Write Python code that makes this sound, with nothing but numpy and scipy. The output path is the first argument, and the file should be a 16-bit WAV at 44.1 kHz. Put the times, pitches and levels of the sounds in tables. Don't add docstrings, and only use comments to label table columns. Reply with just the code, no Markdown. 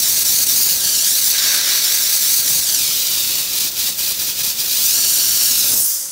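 import sys
import numpy as np
from scipy import signal
from scipy.fft import rfft, irfft, next_fast_len
from scipy.io import wavfile
from scipy.ndimage import uniform_filter1d, map_coordinates

SR = 44100
rng = np.random.default_rng(int(sys.argv[2]) if len(sys.argv) > 2 else 0)


def unload_audio(sound):
    columns = np.transpose(np.atleast_2d(sound))
    steps = np.round(np.clip(columns, -1, 1) * 32767)
    wavfile.write(sys.argv[1], SR, steps.astype(np.int16))


N = 269653
TIME = np.arange(N) / SR

# f/Hz, level/dB
AIR_SPECTRUM = [(25, -24), (70, -29), (180, -10.5), (500, -10.5), (1300, -1.5), (3000, -9), (15000, -21)]
AIR_DB = -46
# f/Hz, level/dB (mean, each wavers slightly)
HUM_PARTIALS = [(178, -65), (301, -62), (360, -62), (539, -55.5), (1297, -87)]

# f/Hz, level/dB
SIZZLE_SPECTRUM = [(40, -29), (500, -27), (2200, -28), (3300, -15), (4200, -13), (5200, 1), (6500, 3),
                   (9500, 0), (12000, 0), (13200, 1), (14000, 2.5), (15700, 2.5)]
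# f/Hz, level/dB
RUSH_SPECTRUM = [(40, -56), (800, -37.5), (2200, -18.5), (2500, -6.5), (3200, -6), (3900, -1), (6000, -1.5),
                 (7500, -5), (9000, -7.5), (15000, -8.5)]
# f/Hz, level/dB
ROAR_SPECTRUM = [(40, -39), (200, -13), (500, -7), (850, -10), (1300, -4.5), (1600, -2), (2000, 1),
                 (2450, -2), (3000, 0.5), (4500, -6.5), (8000, -34), (15000, -38)]
# f/Hz, width/Hz, relative level/dB
NOZZLE_MODES = [(4000, 110, -23), (4550, 160, 2), (5480, 890, 0), (14200, 1000, -23)]
# t/s, level/dB
BEAM_LEVEL = [(0, -0.5), (.7, 3), (.95, -5), (1.25, 2.5), (2.4, 2.5), (2.72, -2), (2.95, 6), (4.78, 6),
              (4.98, -2.5), (5.88, 2.5), (6.11, -14)]

# level/dB near the floor, then changes of level/dB when
SIZZLE_LEVELS = (-14.5, -0.4, -0.4, -7.5, -6.5, -1)
RUSH_LEVELS = (-20, 0.5, 1, -0.1, 3.5, -15.5)
ROAR_LEVELS = (-35.5, 0.5, -3.5, -2, 7, -10)
RING_LEVELS = (-5.5, 1.5, -4, -35, -0.5, -9)
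GAP_LEVELS = (-6, -10.5, 10, -3, 4, 1)
BOUNCE_LEVELS = (-7.5, 1, 2.1, -5.5, -2.5, -10)

# t/s, lag/ms
HEIGHT_LAG = [(0, .49), (.74, .45), (.98, .745), (1.19, .46), (1.45, .51), (2.58, .47), (2.71, .58),
              (2.87, .97), (3.27, 1.13), (4.6, 1.09), (4.69, 1.17), (4.95, .71), (5.44, .72), (5.71, .82),
              (5.98, .613), (6.11, .665)]
# t/s, length/s, depth/dB
STROKE_DIPS = [(0.014, 0.011, 4.5), (0.241, 0.017, 6.5), (0.454, 0.025, 7), (0.79, 0.087, 2.5),
               (1.209, 0.0085, 3.5), (1.375, 0.1, 2), (1.62, 0.051, 2.5), (1.816, 0.043, 2),
               (1.997, 0.035, 2), (2.2, 0.038, 2.5), (2.432, 0.048, 4), (2.634, 0.071, 3),
               (3.477, 0.11, 3.5), (3.595, 0.012, 3.5), (3.73, 0.09, 8), (3.946, 0.076, 8),
               (4.046, 0.074, 1.5), (4.16, 0.071, 6.5), (4.254, 0.071, 2.5), (4.347, 0.07, 6.5),
               (4.427, 0.017, 3.5), (4.551, 0.07, 7.5), (4.664, 0.098, 1.5)]
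# lag/ms, level/dB
NEAR_SURFACES = [(.21, -24), (.85, -20), (1.35, -24)]
# f/Hz, level/dB
PLUME_SPECTRUM = [(20, -30), (40, -10), (65, -2), (130, -2), (250, -4), (450, -8), (800, -10), (2000, -20)]
# t/s (centre), length/s, rise/dB
PLUME_PUFFS = [(0.616, 1, 2.5), (2.558, 0.22, 2.5), (5.77, 0.19, 13.5)]
# t/s, f/Hz, level/dB
SWISH_TRACKS = [
    [(4.7, 13800, -45), (4.85, 13200, -30), (5.3, 12900, -28), (5.68, 12300, -26), (5.73, 9000, -22),
     (5.76, 7500, -24), (5.8, 7000, -45)],
    [(5.74, 15400, -45), (5.77, 13500, -22), (5.8, 10500, -22), (5.83, 8500, -21), (5.88, 11500, -25),
     (5.95, 12300, -42)],
]

BOB_SHARE, BOB_AFTER_S, BOB_S = 0.16, 0.051, 0.041
RAISED_MS, RAISED_BLEND_MS = 0.65, 0.059
EDGE_HZ, EDGE_SHARE = 2500, 0.79
FAST_MS_PER_S = 2.4
HIT_S, HIT_RISE_S, HIT_HOLD_S, HIT_DECAY_S = 1.29, 0.061, 0.37, 0.31
BACK_S, BACK_TAKES_S, RETURN_S, RETURN_TAKES_S = 2.75, 0.17, 4.68, 0.19
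AWAY_S, AWAY_TAKES_S = 5.668, 0.19
SHUT_S, SHUT_DB_PER_S = 5.914, 44

ROOM_T60_S, ROOM_DB = 0.24, -9
PLUME_DB, PLUME_AWAY_DB = -40, -13.5
LULL_S, LULL_ENDS_S, LULL_EDGE_S, LULL_DB = 0.89, 2.31, 0.1, -3.5
TOP_HZ = 15700


def undb(db):
    return 10 ** (np.asarray(db) / 20)


def unit(x):
    return x / np.sqrt(np.mean(x ** 2))


def curves(table):
    t, *columns = np.transpose(table)
    return [np.interp(TIME, t, column) for column in columns]


def ramp(start_s, length_s):
    return np.clip((TIME - start_s) / length_s, 0, 1)


def bump(centre_s, length_s):
    return np.exp(-(2 * (TIME - centre_s) / length_s) ** 2)


def filtered(x, response):
    size = next_fast_len(len(x) + 4096)
    f = np.arange(size // 2 + 1) * SR / size + 1e-3
    return irfft(rfft(x, size) * response(f), size)[:len(x)]


def colour(x, spectrum):
    hz, db = np.transpose(spectrum)
    return unit(filtered(x, lambda f: undb(np.interp(np.log(f), np.log(hz), db))))


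def delayed(x, ms):
    return map_coordinates(x, [np.arange(N) - ms * SR / 1000], order=3)


def walk(rate):
    hold = max(int(SR / rate), 1)
    steps = np.repeat(rng.standard_normal(N // hold + 1), hold)
    smooth = uniform_filter1d(uniform_filter1d(steps, hold), hold)
    return unit(smooth)[:N]


def flutter(slow_hz=16, fast_hz=70):
    def band(f):
        return 1 / np.sqrt((1 + (slow_hz / f) ** 8) * (1 + (f / fast_hz) ** 3))
    return unit(filtered(rng.standard_normal(N), band))


def background(waver_db=-0.5, drift_rad=0.27):
    hum = 0
    for hz, db in HUM_PARTIALS:
        gain = undb(db + waver_db * walk(18.0)) * np.sqrt(2)
        hum = hum + gain * np.sin(2 * np.pi * hz * TIME + drift_rad * walk(10))
    return hum + undb(AIR_DB) * colour(rng.standard_normal(N), AIR_SPECTRUM)


def bounce_lag():
    height_ms, = curves(HEIGHT_LAG)
    bobs = np.max([bump(t + BOB_AFTER_S, 2 * BOB_S) for t, _, _ in STROKE_DIPS], axis=0)
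    return height_ms * (1 + BOB_SHARE * bobs)


def raised():
    return (1 + np.tanh((bounce_lag() - RAISED_MS) / (2 * RAISED_BLEND_MS))) / 2


def hand_moves():
    height_ms, = curves(HEIGHT_LAG)
    speed = uniform_filter1d(np.abs(np.gradient(height_ms, TIME)), size=SR // 20)
    sweeping = np.minimum(speed / FAST_MS_PER_S, 1)
    back = ramp(BACK_S, BACK_TAKES_S) - ramp(RETURN_S, RETURN_TAKES_S)
    after_hold_s = np.maximum(TIME - HIT_S - HIT_RISE_S - HIT_HOLD_S, 0)
    hit = ramp(HIT_S, HIT_RISE_S) * np.exp(-after_hold_s / HIT_DECAY_S)
    return raised(), sweeping, back, hit, ramp(AWAY_S, AWAY_TAKES_S)


def follow(levels, hand):
    near_db, *changes_db = levels
    return near_db + sum(db * move for db, move in zip(changes_db, hand))


def dips():
    total_db = 0
    for t, length, depth in STROKE_DIPS:
        distance = np.minimum(np.abs(2 * (TIME - t) / length), 3)
        total_db = total_db + depth * np.exp(-distance ** 4)
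    return total_db


def turbulence(drops_per_s=2500, spread_db=3, drops_db=-8):
    hits = rng.random(N) < drops_per_s / SR
    strength_db = spread_db * np.minimum(rng.exponential(size=N), 4)
    drops = hits * rng.choice([-1, 1], N) * undb(strength_db)
    return unit(rng.standard_normal(N) + undb(drops_db) * unit(drops))


def free_jet(beam_db, beam_hz=12500):
    sizzle = colour(turbulence(), SIZZLE_SPECTRUM)
    treble = filtered(sizzle, lambda f: 1 / (1 + (beam_hz / f) ** 12))
    return sizzle + (undb(beam_db) - 1) * treble


def nozzle_ring():
    def modes(f):
        return sum(undb(db) / (1 + 1j * (f * f - hz * hz) / (f * width)) for hz, width, db in NOZZLE_MODES)
    return unit(filtered(turbulence(), modes))


def rush_on_tiles(ring_db, raised_share):
    rush = colour(turbulence(), RUSH_SPECTRUM) + undb(ring_db) * nozzle_ring()
    rush = rush / np.sqrt(1 + undb(2 * ring_db))
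    below_edge = filtered(rush, lambda f: 1 / (1 + (f / EDGE_HZ) ** 24))
    return rush - EDGE_SHARE * (1 - raised_share) * below_edge


def gap_tone(hz=1640, width_hz=150):
    return unit(filtered(rng.standard_normal(N), lambda f: 1 / (1 + 1j * (f * f - hz * hz) / (f * width_hz))))


def jet(hand, beam_db, flutter_db=0.81, flicker_db=0.7, roar_dip=0.74):
    sizzle = free_jet(beam_db)
    rush = rush_on_tiles(follow(RING_LEVELS, hand), hand[0])
    roar = colour(turbulence(), ROAR_SPECTRUM) + undb(follow(GAP_LEVELS, hand)) * gap_tone()
    dip_db = dips()
    parts = [(sizzle, follow(SIZZLE_LEVELS, hand) - dip_db),
             (rush, follow(RUSH_LEVELS, hand) - dip_db),
             (roar, follow(ROAR_LEVELS, hand) - roar_dip * dip_db)]
    mixed = sum(part * undb(db + flicker_db * walk(50)) for part, db in parts)
    return undb(flutter_db * flutter()) * mixed


def reflections(x, lag_ms, bounce_db, count=2):
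    def bounce(f):
        return 1j * f / (1j * f + 1900) / np.sqrt(1 + (f / 9500) ** 6)

    def surfaces(f):
        return sum(undb(db) * np.exp(-2j * np.pi * f * ms / 1000) for ms, db in NEAR_SURFACES)

    out, echo = x, x
    for _ in range(count):
        echo = undb(bounce_db) * delayed(filtered(echo, bounce), lag_ms)
        out = out + echo
        echo = echo / 2
    return (out + filtered(x, surfaces)) / np.sqrt(1 + undb(2 * bounce_db) / 2)


def room(x, first_s=0.000853, early_s=0.0092, early_db=8):
    t = np.arange(SR // 2) / SR
    decay = undb(-60 * t / ROOM_T60_S) + undb(early_db) * np.exp(-t / early_s)
    response = rng.standard_normal(len(t)) * (t > first_s) * decay
    return signal.fftconvolve(x, response / np.linalg.norm(response))[:N]


def plume(gust_db=2, dip_share=0.55):
    lull = ramp(LULL_S, LULL_EDGE_S) - ramp(LULL_ENDS_S, LULL_EDGE_S)
    puffs_db = sum(db * bump(t, length) for t, length, db in PLUME_PUFFS)
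    level_db = PLUME_DB + LULL_DB * lull + puffs_db + PLUME_AWAY_DB * ramp(AWAY_S, AWAY_TAKES_S)
    gusts_db = gust_db * flutter(slow_hz=2.9, fast_hz=39.8)
    rumble = colour(rng.standard_normal(N), PLUME_SPECTRUM)
    return rumble * undb(level_db + gusts_db - dip_share * dips())


def swishes(width_hz=700):
    out = 0
    for track in SWISH_TRACKS:
        hz, db = curves(track)
        noise = filtered(rng.standard_normal(N), lambda f: 1 / (1 + (f / width_hz) ** 2))
        carrier = np.sin(2 * np.pi * np.cumsum(hz) / SR)
        sounding = (TIME > track[0][0]) & (TIME < track[-1][0])
        out = out + sounding * undb(db) * unit(noise * carrier)
    return out


def scene():
    beam_db, = curves(BEAM_LEVEL)
    lag_ms, hand = bounce_lag(), hand_moves()
    valve = undb(-SHUT_DB_PER_S * np.maximum(TIME - SHUT_S, 0))
    steam = valve * jet(hand, beam_db) + swishes()
    walls = (room(steam) + room(delayed(steam, 2 * lag_ms))) / np.sqrt(2)
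    near = reflections(steam, lag_ms, follow(BOUNCE_LEVELS, hand))
    mono = near + undb(ROOM_DB) * walls + plume() + background()
    return np.array([mono, mono])


def record(dry, low_hz=32):
    high_pass = signal.butter(2, low_hz, "high", fs=SR, output="sos")
    low_pass = signal.ellip(12, 0.1, 80, TOP_HZ, fs=SR, output="sos")
    return signal.sosfilt(low_pass, signal.sosfilt(high_pass, dry))


dry = scene()
out = record(dry)
unload_audio(out)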